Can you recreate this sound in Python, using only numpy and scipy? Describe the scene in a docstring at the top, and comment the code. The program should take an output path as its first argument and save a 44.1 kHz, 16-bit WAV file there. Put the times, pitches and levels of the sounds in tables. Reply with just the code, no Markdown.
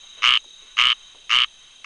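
"""Night brush, with a tree frog croaking close by. Each croak is a train of about 120 pulses a second: the
larynx opens with a soft push and a rasp of air, then snaps shut and rings the vocal sac, whose pitch rises
as it fills; late in a croak every other snap fails. Behind it are far frogs (noise-smeared pulse trains over
a steady chorus band), three trilling cricket voices (short falling tones), soft taps in the brush (fading
noise bands) and faint night air (coloured noise)."""
import sys
import numpy as np
from scipy import signal
from scipy.fft import rfft, irfft
from scipy.io import wavfile
from scipy.ndimage import uniform_filter1d

SR = 44100
rng = np.random.default_rng(int(sys.argv[2]) if len(sys.argv) > 2 else 0)


def materialize(psi):
    """Save the field psi as 16-bit PCM at rate SR to the path in sys.argv[1].

    A 1-D psi becomes a single channel; in a 2-D psi each row is a channel.
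    """
    bounded = np.clip(np.atleast_2d(psi).T, -1, 1)
    quanta = np.round(bounded * 32767).astype(np.int16)
    wavfile.write(sys.argv[1], SR, quanta)


N = 81585  # scene length, samples


def undb(db):
    """Turn dB into an amplitude factor."""
    return 10 ** (np.asarray(db) / 20)


def unit(x):
    """Scale to rms 1."""
    return x / np.sqrt(np.mean(x ** 2))


def colour(x, points):
    """Causal minimum-phase filter through (f/Hz, level/dB) points, joined on a log-frequency axis."""
    hz, db = np.array(points, float).T
    size = 2048
    f = np.maximum(np.fft.rfftfreq(size, 1 / SR), 1)
    gain = undb(np.interp(np.log(f), np.log(hz), db))
    # Folding the cepstrum onto positive time makes the filter minimum-phase
    cepstrum = irfft(np.log(gain))
    cepstrum[1:size // 2] *= 2
    cepstrum[size // 2 + 1:] = 0
    impulse = irfft(np.exp(rfft(cepstrum)))
    return signal.fftconvolve(x, impulse)[:len(x)]


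def band(hz, width_hz):
    """Noise in one bell-shaped band, rms 1."""
    f = np.fft.rfftfreq(N, 1 / SR)
    bell = np.exp(-((f - hz) / width_hz) ** 2)
    return unit(irfft(rfft(rng.standard_normal(N)) * bell, N))


def walk(rate):
    """Smooth random drift, rms 1, with `rate` new values a second."""
    k = int(SR / rate)
    steps = np.repeat(rng.standard_normal(N // k + 1), k)
    return unit(uniform_filter1d(steps, k)[:N])


def add(out, at_s, sound):
    """Mix a short sound in at a time."""
    i = max(int(at_s * SR), 0)
    part = sound[:max(N - i, 0)]
    out[i:i + len(part)] += part


# Spectral tilt of the night air: f/Hz, relative level/dB
AIR_COLOUR = [(25, 14.5), (60, -5.5), (130, -4.5), (250, -5.5), (500, -5.5), (1000, -4.5), (2000, -3.5),
              (4600, -5), (5400, -9.5), (6900, -15), (7400, -9.5), (10000, -9)]
AIR_DB = -55.5


def night_air():
    """Faint broadband air: steady coloured noise."""
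    return undb(AIR_DB) * unit(colour(rng.standard_normal(N), AIR_COLOUR))


# Far croaks: middle t/s, length t/s, level/dB
FAR_CALLS = [(0.097, 0.17, -54), (0.194, 0.047, -48.5), (.67, .19, -54.5), (1.033, 0.42, -57.5),
             (1.674, .2, -57.5)]
# Tone of the far croaks: f/Hz, relative level/dB
FAR_COLOUR = [(500, -37), (1050, -4), (1400, 2), (1800, -4), (2300, -4), (3100, 5.5), (3600, -10),
              (4500, -18.5), (9000, -32)]
# Tone of the chorus of still farther frogs: f/Hz, relative level/dB
CHORUS_COLOUR = [(2000, -36.5), (2400, -6.5), (2520, -1.5), (2730, 5.5), (2850, -11), (3080, 12), (3400, 4),
                 (3700, -2), (4200, -31.5)]
CHORUS_DB = -54.5
FAR_RATE_HZ, FAR_T60_S = 118, .12  # pulse rate; time for the trees' tail to fall 60 dB


def far_frogs(t):
    """Pulsed croaks smeared by the trees, over a steady chorus."""
    phase = np.cumsum(FAR_RATE_HZ * (1 + 0.034 * walk(30))) / SR
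    pulses = np.diff(np.floor(phase), prepend=0)  # one click a cycle
    trees = rng.standard_normal(N) * undb(-60 * t / FAR_T60_S)
    voice = unit(colour(signal.fftconvolve(pulses, trees)[:N], FAR_COLOUR))
    swell = 0
    for middle, length, db in FAR_CALLS:
        swell = swell + undb(db) * np.exp(-(2 * (t - middle) / length) ** 4)
    chorus = unit(colour(rng.standard_normal(N), CHORUS_COLOUR))
    chorus_level = undb(CHORUS_DB + 0.88 * walk(6.65))
    return voice * swell + chorus_level * chorus


# Cricket voices: pitch f/Hz, fall in a pulse [share of pitch], pulse rate f/Hz, tone level/dB,
# level change by the end/dB, smear width f/Hz, smear level relative to the tone/dB
CRICKETS = [(3807, 0.067, 34, -48.5, -7.5, 215, -2), (6427, 0.016, 23, -55.5, -6.5, 660, -3.5),
            (6204, 0.018, 54, -66.5, 1.5, 440, 0)]
CRICKET_WAVER_DB, CRICKET_DRIFT = .7, .03  # rms level drift; rms pulse-rate drift as a share


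def crickets(t):
    """Each wing stroke is a short falling tone; scattering in the foliage fills the gaps."""
    out = 0
    for hz, fall, rate, db, change_db, width_hz, smear_db in CRICKETS:
        stroke = np.cumsum(rate * (1 + CRICKET_DRIFT * walk(6.6))) / SR % 1
        pitch = hz * (1 + fall * (.5 - stroke) + 0.00412 * walk(90))
        carrier = np.sin(2 * np.pi * np.cumsum(pitch) / SR)
        tone = unit(np.sin(np.pi * stroke) ** 2 * carrier)
        smear = undb(smear_db) * band(hz, width_hz)
        level = undb(db + change_db * t / t[-1] + CRICKET_WAVER_DB * walk(13.26))
        out = out + level * (tone + smear)
    return out


# Soft taps in the brush: t/s, level/dB, ring f/Hz, decay t/s
TAPS = [(.03, -58.5, 850, 0.026), (.175, -56.5, 550, 0.066), (.62, -60.5, 400, .04),
        (0.444, -51, 720, 0.0066), (.46, -61, 375, 0.048), (1.148, -47, 826, 0.0066),
        (1.154, -61, 510, 0.09)]


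def taps(t):
    """Dull, quickly fading knocks, each a noise band around its ring pitch."""
    out = 0
    for at, db, hz, decay in TAPS:
        fade = (t > at) * np.exp(-np.abs(t - at) / decay)
        out = out + undb(db) * fade * band(hz, hz / 2)
    return out


WOBBLE = .013  # random pitch spread of each ring, share


def ring(rings, t, progress, sac, chance):
    """One push on the throat and sac: each resonance swells and dies; those above 2.5 kHz follow the tension."""
    t, out = np.maximum(t, 0), 0
    for (hz, db, change_db, rise, decay), luck in zip(rings, chance):
        tension = sac if hz > 2500 else 1
        pitch = hz * tension * (1 + WOBBLE * luck)
        level = undb(db + change_db * progress)
        envelope = (1 - np.exp(-t / rise)) * np.exp(-t / decay)
        out = out + level * envelope * np.sin(2 * np.pi * pitch * t)
    return out


LIMITER_KNEE_DB = -5  # where levelling sets in, relative to the pulse's largest envelope


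def limit(pulse):
    """A limiter levels off the loud part of each pulse, and its peak is set to 1."""
    envelope = uniform_filter1d(np.abs(signal.hilbert(pulse)), size=36)
    held = pulse / np.hypot(envelope, undb(LIMITER_KNEE_DB) * envelope.max())
    return held / np.abs(held).max()


TWIGS_DB, TWIGS_T60_S = -18, .028  # tail level; time for its exponential part to fall 60 dB


def twigs(x):
    """Nearby twigs and leaves scatter a very short tail."""
    t = np.arange(SR // 20) / SR
    tail = rng.standard_normal(len(t)) * undb(-60 * t / TWIGS_T60_S) * t
    scatter = signal.fftconvolve(x, tail / np.linalg.norm(tail))[:N]
    return x + undb(TWIGS_DB) * scatter


# Near croaks: start t/s, length t/s, relative level/dB, time into the croak when snaps begin to fail t/s
CROAKS = [(0.2217, 0.15, 0.5, .072), (0.7695, 0.16, 0, .055), (1.2944, .153, -.5, .079),
          (1.8435, 0.25, -5, .08)]
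# Rings as the larynx opens: f/Hz, relative level/dB, change over the croak/dB, rise t/s, decay t/s
OPEN_RINGS = [(1233, -2, -6.5, 0.0014, 0.0015), (1815, -18.5, -3, 0.0006, 0.0019),
              (2230, -4.5, -5.5, 0.00038, .0012), (2993, -6, 4.5, 0.00089, 0.0018)]
# Rings as it snaps shut: f/Hz, relative level/dB, change over the croak/dB, rise t/s, decay t/s
SNAP_RINGS = [(3003, 1, 9.5, 0.00045, 0.001), (3640, -31, -3, .0002, 0.0028),
              (4150, -25.5, 4.5, 0.000033, 0.0012), (5970, -28, -14.5, .0001, 0.00094)]
# Tone of the sharp click of the snap: f/Hz, relative level/dB
CLICK_COLOUR = [(30, 9.5), (70, 5), (170, -6.5), (700, -2), (1500, 5), (4000, -24), (5200, -28.5),
                (6700, -17), (7600, -9.5), (10000, -18)]
# Tone of the rasp of air through the open larynx: f/Hz, relative level/dB
RASP_COLOUR = [(100, -37), (750, -6), (1200, 7.5), (3000, 13.5), (4000, -7), (4700, 3), (6600, 3),
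               (7400, -18.5), (10000, -43.5)]
PERIOD_S, START_LAG_S, SETTLE_S = .0078, 0.0012, .038  # pulses start slower and settle
END_LAG_S, END_S = .0016, .018  # and slow down as the air runs out
JITTER_S, SNAP_S, SNAP_SCATTER_S = .0002, .0019, .0002  # opening jitter; delay from opening to snap, its spread
SHIMMER_DB, CLICK_SHIMMER_DB = .7, 2.5  # random spread of pulse and click levels
FIRST_DB, ATTACK_S, LAST_DB, RELEASE_S = -14, .022, -2, 0.032  # quieter edges of a croak
SAC_FLAT, FILL_S = .1, .033  # the sac rings flat by this share until it fills
FAILED_SNAP_DB, FAILED_PULSE_DB = -15, -2
SNAP_CLICK_DB, HARDEST, CLICK_EDGE_DB = 3, 0.52, -23  # click is hardest this share through the croak
RASP_DB, RASP_FADE_DB, RASP_S = -13, -22.5, 0.0012  # level, change over the croak, time to peak
FROG_DB = -5.5
BODY_HZ = 1053  # the small body radiates little below this


def frog():
    """Pulse after pulse: an opening push with a rasp of air, then a closing snap; effort sets the height."""
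    rings, clicks, rasp = np.zeros((3, N))
    t = np.arange(SR // 70) / SR
    for start, length, db, fails_after in CROAKS:
        age, failed = 0, False
        for chance in rng.standard_normal(size=(30, 12)):
            if age >= length:
                break
            jitter, scatter, shimmer, force = chance[:4]
            progress = age / length
            sac = 1 - SAC_FLAT * np.exp(-age / FILL_S)
            failed = age > fails_after and not failed  # every other snap fails

            attack_db = FIRST_DB * max(1 - age / ATTACK_S, 0) ** 2
            release_db = LAST_DB * max(1 - (length - age) / RELEASE_S, 0)
            swell_db = attack_db + release_db
            effort = undb(db + swell_db + FAILED_PULSE_DB * failed + SHIMMER_DB * shimmer)
            snap = undb(FAILED_SNAP_DB * failed)
            snap_s = SNAP_S + SNAP_SCATTER_S * scatter
            opens = start + age + JITTER_S * jitter

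            push = ring(OPEN_RINGS, t, progress, sac, chance[4:8])
            shut = ring(SNAP_RINGS, t - snap_s, progress, sac, chance[8:])
            add(rings, opens, effort * limit(push + snap * shut))

            # A failed snap weakens the rasp and click too
            puff = t / RASP_S * np.exp(1 - t / RASP_S)
            add(rasp, opens, effort * snap * undb(RASP_DB + RASP_FADE_DB * progress) * puff)
            edge_db = CLICK_EDGE_DB * (2 * (progress - HARDEST)) ** 2
            click_db = SNAP_CLICK_DB + edge_db + CLICK_SHIMMER_DB * force
            add(clicks, opens + snap_s, np.array([effort * snap * undb(click_db)]))

            start_lag = START_LAG_S * np.exp(-age / SETTLE_S)
            end_lag = END_LAG_S * np.exp((age - length) / END_S)
            age += PERIOD_S + start_lag + end_lag
    body = signal.butter(8, BODY_HZ, "high", fs=SR, output="sos")
    breath = colour(rasp * rng.standard_normal(N), RASP_COLOUR)
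    voice = signal.sosfilt(body, rings) + breath
    return undb(FROG_DB) * (twigs(voice) - colour(clicks, CLICK_COLOUR))


def scene():
    """The near frog over the night around it."""
    t = np.arange(N) / SR
    return (night_air() + far_frogs(t) + crickets(t) + taps(t) + frog())[None]


def record(dry):
    """A steep elliptic low-pass cuts the treble above 9950 Hz."""
    low_pass = signal.ellip(10, .2, 70, 9950, fs=SR, output="sos")  # 0.2 dB ripple, 70 dB stopband
    return signal.sosfilt(low_pass, dry)


dry = scene()
out = record(dry)
materialize(out)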